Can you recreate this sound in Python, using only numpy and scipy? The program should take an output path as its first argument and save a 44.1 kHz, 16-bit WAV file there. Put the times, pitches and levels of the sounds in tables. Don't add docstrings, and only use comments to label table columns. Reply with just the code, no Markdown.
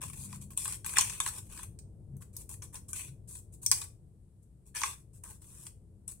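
import sys
import numpy as np
from scipy import signal
from scipy.fft import rfft, irfft
from scipy.io import wavfile
from scipy.ndimage import uniform_filter1d

SR = 44100
rng = np.random.default_rng(int(sys.argv[2]) if len(sys.argv) > 2 else 0)


def wav_out(sig):
    wavfile.write(sys.argv[1], SR, np.round(np.clip(np.atleast_2d(sig).T, -1, 1) * 32767).astype(np.int16))


N = 273420
SECONDS = np.arange(N) / SR
SIDES = np.array([[1], [-1]])


def amp(db):
    return 10 ** (np.asarray(db) / 20)


def unit(x):
    return x / np.sqrt(np.mean(x ** 2))


def burst(t60, seconds):
    t = np.arange(int(seconds * SR)) / SR
    return rng.standard_normal((2, len(t))) * np.exp(-np.log(1000) * t / t60)


def band(x, lo, hi):
    return signal.sosfilt(signal.butter(4, [lo, hi], "band", fs=SR, output="sos"), x)


def resonance(x, hz, width):
    return signal.lfilter(*signal.iirpeak(hz, hz / width, fs=SR), x)


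def narrow_noise(shape, hz, width):
    return resonance(resonance(rng.standard_normal(shape), hz, width), hz, width)


def shaped(x, points):
    hz, db = np.transpose(points)
    f = np.fft.rfftfreq(N, 1 / SR) + 1
    return irfft(rfft(x) * amp(np.interp(np.log(f), np.log(hz), db)), N)


# (frequency [Hz], relative density [dB per Hz])
RUMBLE_SPECTRUM = [(13, -41.5), (22, -17.5), (49, -8.5), (106, -3.5), (141, -12.5), (204, -16), (252, -26),
                   (346, -22), (385, -30), (420, -24), (476, -31), (511, -31.5), (1500, -58.5),
                   (1950, -100), (3300, -120)]
# (time [s], level [dB])
RUMBLE_LEVEL = [(0.0, -50), (1.5, -49), (2.7, -49.5), (3.9, -51.5), (4.3, -58), (5.2, -53.5), (6.2, -53.5)]


def rumble(trim_db=-2):
    mid, side = shaped(rng.standard_normal((2, N)), RUMBLE_SPECTRUM)
    side = shaped(side, [(60, -14.5), (300, -9.5), (4000, 0.0)])
    air = unit(mid + SIDES * side)
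    air = signal.sosfilt(signal.butter(2, 1200, fs=SR, output="sos"), air)
    level_db = np.interp(SECONDS, *np.transpose(RUMBLE_LEVEL))
    return air * amp(level_db + trim_db)


# (middle [s], half length to 1/e [s], peak level [dB])
DRONE_SWELLS = [(0.1, 0.57, -48.5), (2.155, 0.054, -47.5), (3.116, 0.079, -54)]


def drone_level(steady_db=-65):
    power = amp(steady_db) ** 2
    for middle, half, db in DRONE_SWELLS:
        power = power + (amp(db) * np.exp(-((SECONDS - middle) / half) ** 2)) ** 2
    return np.sqrt(power)


# (frequency [Hz], resonance width [Hz], relative level [dB])
DRONE_TONES = [(100.2, 60, 0.5), (137.9, 12, 0.5), (168, 9.9, -8), (197.8, 2.1, -8), (239.6, 4.3, -14)]


def drone():
    tones = sum(amp(db) * unit(narrow_noise(N, hz, width)) for hz, width, db in DRONE_TONES)
    return unit(tones) * drone_level()


# (frequency [Hz], rms level before panning [dB])
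HUM_TONES = [(60, -65), (96, -72)]


def hum():
    out = np.zeros(N)
    for hz, db in HUM_TONES:
        out += amp(db) * np.sqrt(2) * np.sin(2 * np.pi * (hz * SECONDS + rng.random()))
    return out


# (frequency [Hz], relative density [dB per Hz])
MIC_HISS_SPECTRUM = [(1000, -3), (2500, -11), (4800, -11.5), (6300, -11.5), (8400, 1), (10000, -1.5),
                     (12500, -10.5), (15500, -21.5)]


def mic_hiss(level_db=-81):
    return unit(shaped(rng.standard_normal((2, N)), MIC_HISS_SPECTRUM)) * amp(level_db)


def background(pan_db=3.5):
    return (rumble() + drone() + hum() + mic_hiss()) * amp(SIDES * pan_db / 2)


def room(x, tail_t60=0.24, tail_db=-4.5, build_s=0.0013, desk_s=0.0077, desk_t60=0.0077, desk_db=-11, low_db=-4):
    tail = burst(tail_t60, 1 / 2)
    tail = tail * (1 - np.exp(-(np.arange(tail.shape[1]) / SR / build_s) ** 2))
    desk = np.roll(burst(desk_t60, 1 / 2), int(desk_s * SR), axis=1)
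    response = 0
    for echo, db in [(tail, tail_db), (desk, desk_db)]:
        response = response + amp(db) * echo / np.linalg.norm(echo, axis=1, keepdims=True)
    low = signal.sosfilt(signal.butter(1, 3000, fs=SR, output="sos"), response)
    response = response + (amp(low_db) - 1) * low
    return x + signal.fftconvolve(x, response, axes=1)[:, :N]


# (frequency [Hz], width [Hz], relative level [dB])
MODES = [(862, 39, -3.5), (999, 110, -1.5), (1088, 160, -2.5), (1519, 32, -7.5), (1678, 33, -13),
         (1600, 15, -19), (2480, 120, -1), (2810, 95, -6), (3335, 130, -6.5), (3640, 47, -9),
         (4080, 20, -8.5), (4430, 13, -1), (5370, 110, -5), (5700, 130, -15), (6025, 370, -1.5),
         (6470, 240, -6), (7500, 530, -7), (8167, 150, 8), (8830, 440, 2), (8580, 160, -0.5),
         (9630, 710, -3), (11300, 370, -22), (11300, 5400, -18), (14900, 1200, -28.5)]


def tray(detune, uneven_db, size):
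    t = np.arange(size) / SR
    hz, width, db = np.array(MODES).T[:, :, None]
    weight, side, shift = rng.standard_normal((3, len(MODES), 1))
    gain = np.sign(side) * amp(db + uneven_db * weight) * width
    tones = np.sin(2 * np.pi * hz * (1 + detune * shift) * t)
    return np.sum(gain * np.exp(-np.pi * width * t) * tones, axis=0)


def spread(pair, index, alike=(.85, .3, .05, .02), pan_db=(-1.8, 4.0, 3.2, 3.8)):
    share = alike[index]
    pair = np.sqrt(1 + share) * pair[0] + SIDES * np.sqrt(1 - share) * pair[1]
    return pair * amp(SIDES * pan_db[index] / 2)


# (from [Hz], to [Hz])
PART_RANGES = [(850, 1900), (1900, 4500), (4500, 7000), (7000, 17000)]


def part_of(ring, index):
    return spread(band(ring, *PART_RANGES[index]), index)


def even(pair):
    return pair / np.sqrt(uniform_filter1d(np.mean(pair ** 2, axis=0), size=1800))


def squeak(from_s=4.743, to_s=4.788, hz=1720, width_hz=60, peak_db=-50):
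    note = narrow_noise((2, N), hz, width_hz)
    along = np.clip((SECONDS - from_s) / (to_s - from_s), 0, 1)
    swell = 2 * np.sqrt(along * (1 - along))
    return even(spread(note, 0)) * swell * amp(peak_db)


def strike(loudest_db, hard_t60=0.015, soft_s_per_db=1 / 3000, rattle_t60=0.059, rattle_db=-18):
    crack_t60 = hard_t60 + soft_s_per_db * np.clip(-26.0 - loudest_db, 0, None)
    return burst(crack_t60, 1 / 15) + amp(rattle_db) * burst(rattle_t60, 1 / 15)


def struck_ring(force, loudest_db, hz, damping_hz=15, snap_db=-58, favour_db=3, favour_width_hz=100):
    modes = tray(detune=.019, uneven_db=4.0, size=1536)
    modes = modes * np.exp(-np.pi * damping_hz * np.arange(len(modes)) / SR)
    ring = signal.fftconvolve(force, modes[None] / np.linalg.norm(modes), axes=1)
    ring[:, :force.shape[1]] += force * amp(min(snap_db - loudest_db, 0))
    return ring + amp(favour_db) * resonance(ring, hz, favour_width_hz)


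EVEN_HZ = 1840
LEAN_DB_PER_OCT = 5
# (time [s], tray [dB], spoon [dB], contact tick [dB], note favoured by the place of touch [Hz])
KNOCKS = [(0.016, -63.5, -78, -45.5, 2450), (0.099, -60, -72, -48, 1680), (0.133, -61, -67, -51, 2400),
          (0.327, -55, -59, -53, 1060), (0.505, -66, -74, -55.5, 1100), (0.575, -50.5, -58, -31, 3050),
          (0.655, -47, -67, -44, 1528), (0.678, -54.5, -65, -37, 900), (0.723, -57, -53.5, -40.5, 2470),
          (0.845, -54.5, -56, -44.5, 1520), (0.862, -49, -68, -38.5, 2450), (0.936, -50, -70, -43, 1507),
          (0.969, -33, -55, -33.5, 1770), (0.984, -33, -25.5, -26, 995), (1.0095, -50, -36.5, -27, 3280),
          (1.097, -51.5, -46.5, -44, 2620), (1.2015, -38, -41.5, -30.5, 1750), (1.234, -72, -55, -60, 2450),
          (1.262, -41, -57, -37, 1550), (1.276, -52.5, -51, -38.5, 1720), (1.592, -54, -65, -70, 1040),
          (1.632, -62.5, -66, -45.5, 2470), (1.789, -75, -61, -54, 2490), (2.167, -87, -86, -61.5, 1540),
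          (2.221, -67.5, -72, -60, 1560), (2.366, -72.5, -54, -43, 970), (2.492, -70, -61.5, -48.5, 1570),
          (2.621, -62.5, -52.5, -61, 1550), (2.743, -59, -67, -49, 1080), (2.754, -58, -54.5, -49.5, 1590),
          (2.931, -56.5, -50.5, -37.5, 1557), (3.353, -65, -72, -48, 1945), (3.631, -68.5, -64, -50, 1540),
          (3.662, -57, -31, -28, 3330), (3.7143, -43, -26, -23, 1050), (3.721, -45, -38, -46, 3460),
          (3.816, -51.5, -48, -46.5, 1700), (4.766, -54, -44, -48, 1720), (4.816, -44.5, -41, -53, 1080),
          (4.834, -34.5, -37, -38.5, 1100), (4.86, -52.5, -46, -62, 2410), (5.237, -64, -61.5, -48, 1080),
          (5.667, -62.5, -58.5, -48.5, 2900), (6.078, -75.5, -66, -41.5, 2900)]


def knocks(rows=KNOCKS, trims_db=(0, .5, 1.5, 1.5), thud_hz=410, thud_width_hz=100, thud_db=-21):
    out = np.zeros((2, N + SR))
    blow = int(.024 * SR)
    for s, tray_db, spoon_db, tick_db, hz in rows:
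        lean_db = LEAN_DB_PER_OCT * np.log2(hz / EVEN_HZ)
        levels = [tray_db - lean_db, tray_db + lean_db, spoon_db, tick_db]
        ring = struck_ring(strike(max(levels)), max(levels), hz)
        t = np.arange(ring.shape[1]) / SR
        thud = np.exp(-np.pi * thud_width_hz * t) * np.sin(2 * np.pi * thud_hz * t)
        hit = 2 * amp(levels[0] + thud_db) * thud
        for k, db in enumerate(levels):
            part = part_of(ring, k)
            hit = hit + part * amp(db + trims_db[k]) / np.sqrt(np.sum(part ** 2) / blow)
        start = int(s * SR)
        out[:, start:start + len(t)] += hit
    return out[:, :N]


def catches(hiss, ring, per_s=16, mean_db=-5.5, range_db=8, count=100):
    gap, place, size = rng.random((count, 3)).T
    times = np.cumsum(2 * gap) / per_s
    notes_hz = EVEN_HZ * 2 ** (2 * place - 1)
    extras_db = mean_db + range_db * (2 * size - 1)
    rows = []
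    for s, hz, extra_db in zip(times, notes_hz, extras_db):
        i = int(s * SR)
        if i < N and hiss[i] > 0:
            tick_db, tray_db = 20 * np.log10([hiss[i], ring[i]]) + extra_db
            rows.append((s, tray_db, tray_db, tick_db, hz))
    return rows


# (start [s], length [s], hiss of the paste [dB], ring of the tray [dB],
#  swell from start to end [dB], walls over floor [dB])
STROKES = [(0.005, 0.035, -47.5, -53, 6.5, -3.5), (0.04, 0.069, -54, -66.5, -11, 6),
           (0.12, 0.024, -53, -67, -5, 11), (0.151, 0.11, -50.5, -67, 3, 4), (0.27, .09, -57, -68.5, 10, 3),
           (0.406, .03, -50.5, -67, -9, 3), (0.501, .022, -54.5, -68.5, -3, -2),
           (0.564, .06, -44, -60, -1.5, 10), (0.626, .025, -37, -56.5, -1, 4),
           (0.661, .09, -45, -57.5, -2, 5.5), (0.844, .11, -45.5, -57.5, -3, 0.5),
           (0.953, 0.066, -40, -41.5, -3.5, 11.5), (1.021, .17, -47, -56.5, -11.5, 7.5),
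           (1.193, .095, -47.5, -58, 15, -1), (1.294, .095, -51, -62.5, 10, -0.5),
           (1.409, .085, -67, -83, 3, 2), (1.491, .15, -54, -63, 2, 1),
           (2.204, .024, -57.5, -71, -2.5, -15), (2.324, .095, -59.5, -78, 12.5, 2),
           (2.489, .055, -50, -66, -8, -5), (2.617, .03, -48.5, -59.5, -10, -1),
           (2.723, .052, -53.5, -67.5, 3, -9), (2.88, .06, -54, -74.5, -20, -5),
           (2.941, .05, -45, -59.5, -0.5, 14), (2.981, 0.11, -51.5, -62.5, -18, 11.5),
           (3.272, .115, -53.5, -76, 0, 0), (3.518, .03, -59, -84.5, 0, 2),
           (3.614, 0.048, -51, -77, -1.5, -4.5), (3.725, .12, -47, -61.5, -6, 5.5),
           (4.419, .015, -71.5, -95.5, 0, -3), (4.653, .04, -64.5, -81.5, -8, 0),
           (4.742, .125, -44, -52, 0.5, 9), (4.86, .075, -48.5, -55.5, -10, 3.5),
           (4.94, .075, -71.5, -89, 3, -2), (5.128, .055, -64.5, -84, -4, -2),
           (5.23, .085, -56, -69, 3, -12), (5.315, .05, -64, -79, -3, -2),
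           (5.403, .275, -59.5, -75.5, 8.5, -0.5), (6.073, .05, -50, -69.5, -3, -1)]


def drag(grip_s=.016, release_s=.009):
    power = np.zeros((3, N))
    for s, length, hiss_db, ring_db, swell_db, lean_db in STROKES:
        a, b = np.searchsorted(SECONDS, [s, s + length + 10 * release_s])
        age = SECONDS[a:b] - s
        shape = np.minimum(age / grip_s, 1) * np.exp(-np.maximum(age - length, 0) / release_s)
        shape = shape * amp(swell_db * (np.minimum(age / length, 1) - .5))
        levels = amp([[hiss_db], [ring_db - lean_db / 2], [ring_db + lean_db / 2]])
        power[:, a:b] += (levels * shape) ** 2
    return np.sqrt(power)


def slip_force(slips_per_s=800, scatter_db=1.5, slip_t60=.014, smear_db=-10):
    slips = (rng.random(N) < slips_per_s / SR) * amp(scatter_db * rng.standard_normal(N))
    t = np.arange(SR // 50) / SR
    decay = np.exp(-2 * np.log(1000) * t / slip_t60)
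    power = np.maximum(signal.fftconvolve(slips ** 2, decay)[:N], 0)
    return (unit(np.sqrt(power)) + amp(smear_db)) * rng.standard_normal((2, N))


def travel(force, size=2600):
    out = np.zeros((2, N + SR))
    for start in range(0, N - size // 2, size // 2):
        piece = force[:, start:start + size]
        piece = piece * signal.windows.cosine(size)[:piece.shape[1]]
        modes = tray(detune=.02, uneven_db=2.5, size=size)
        ring = signal.fftconvolve(piece, modes[None], axes=1)
        out[:, start:start + ring.shape[1]] += ring
    return out[:, :N]


# (frequency [Hz], relative density [dB per Hz])
PASTE_SPECTRUM = [(2500, -41), (4300, -17.5), (5000, -21), (6100, -13), (7000, -6), (8100, 0.5),
                  (9400, -0.5), (10200, -2), (11000, -8), (13000, -13.5), (15500, -19.5)]


def scrape(hiss, floor, walls, squish_db=-9, trims_db=(-1, -1, -7), paste_db=3.0,
           flex_hz=390, flex_width_hz=160, flex_db=-11):
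    force = slip_force()
    ring = unit(travel(force)) + amp(squish_db) * unit(force)
    out = even(spread(shaped(force, PASTE_SPECTRUM), -1)) * hiss * amp(paste_db)
    for k, gain in enumerate([floor, walls, np.sqrt(hiss * walls)]):
        out = out + even(part_of(ring, k)) * gain * amp(trims_db[k])
    flex = unit(resonance(force[0], flex_hz, flex_width_hz))
    return out + flex * floor * amp(flex_db)


def scene():
    hiss, floor, walls = drag()
    small_knocks = knocks(catches(hiss, np.sqrt(floor * walls)))
    spoon = squeak() + knocks() + small_knocks + scrape(hiss, floor, walls)
    return background() + room(spoon)


def record(dry, top_hz=15800):
    return signal.sosfilt(signal.ellip(10, .2, 80, top_hz, fs=SR, output="sos"), dry)


dry = scene()
out = record(dry)
wav_out(out)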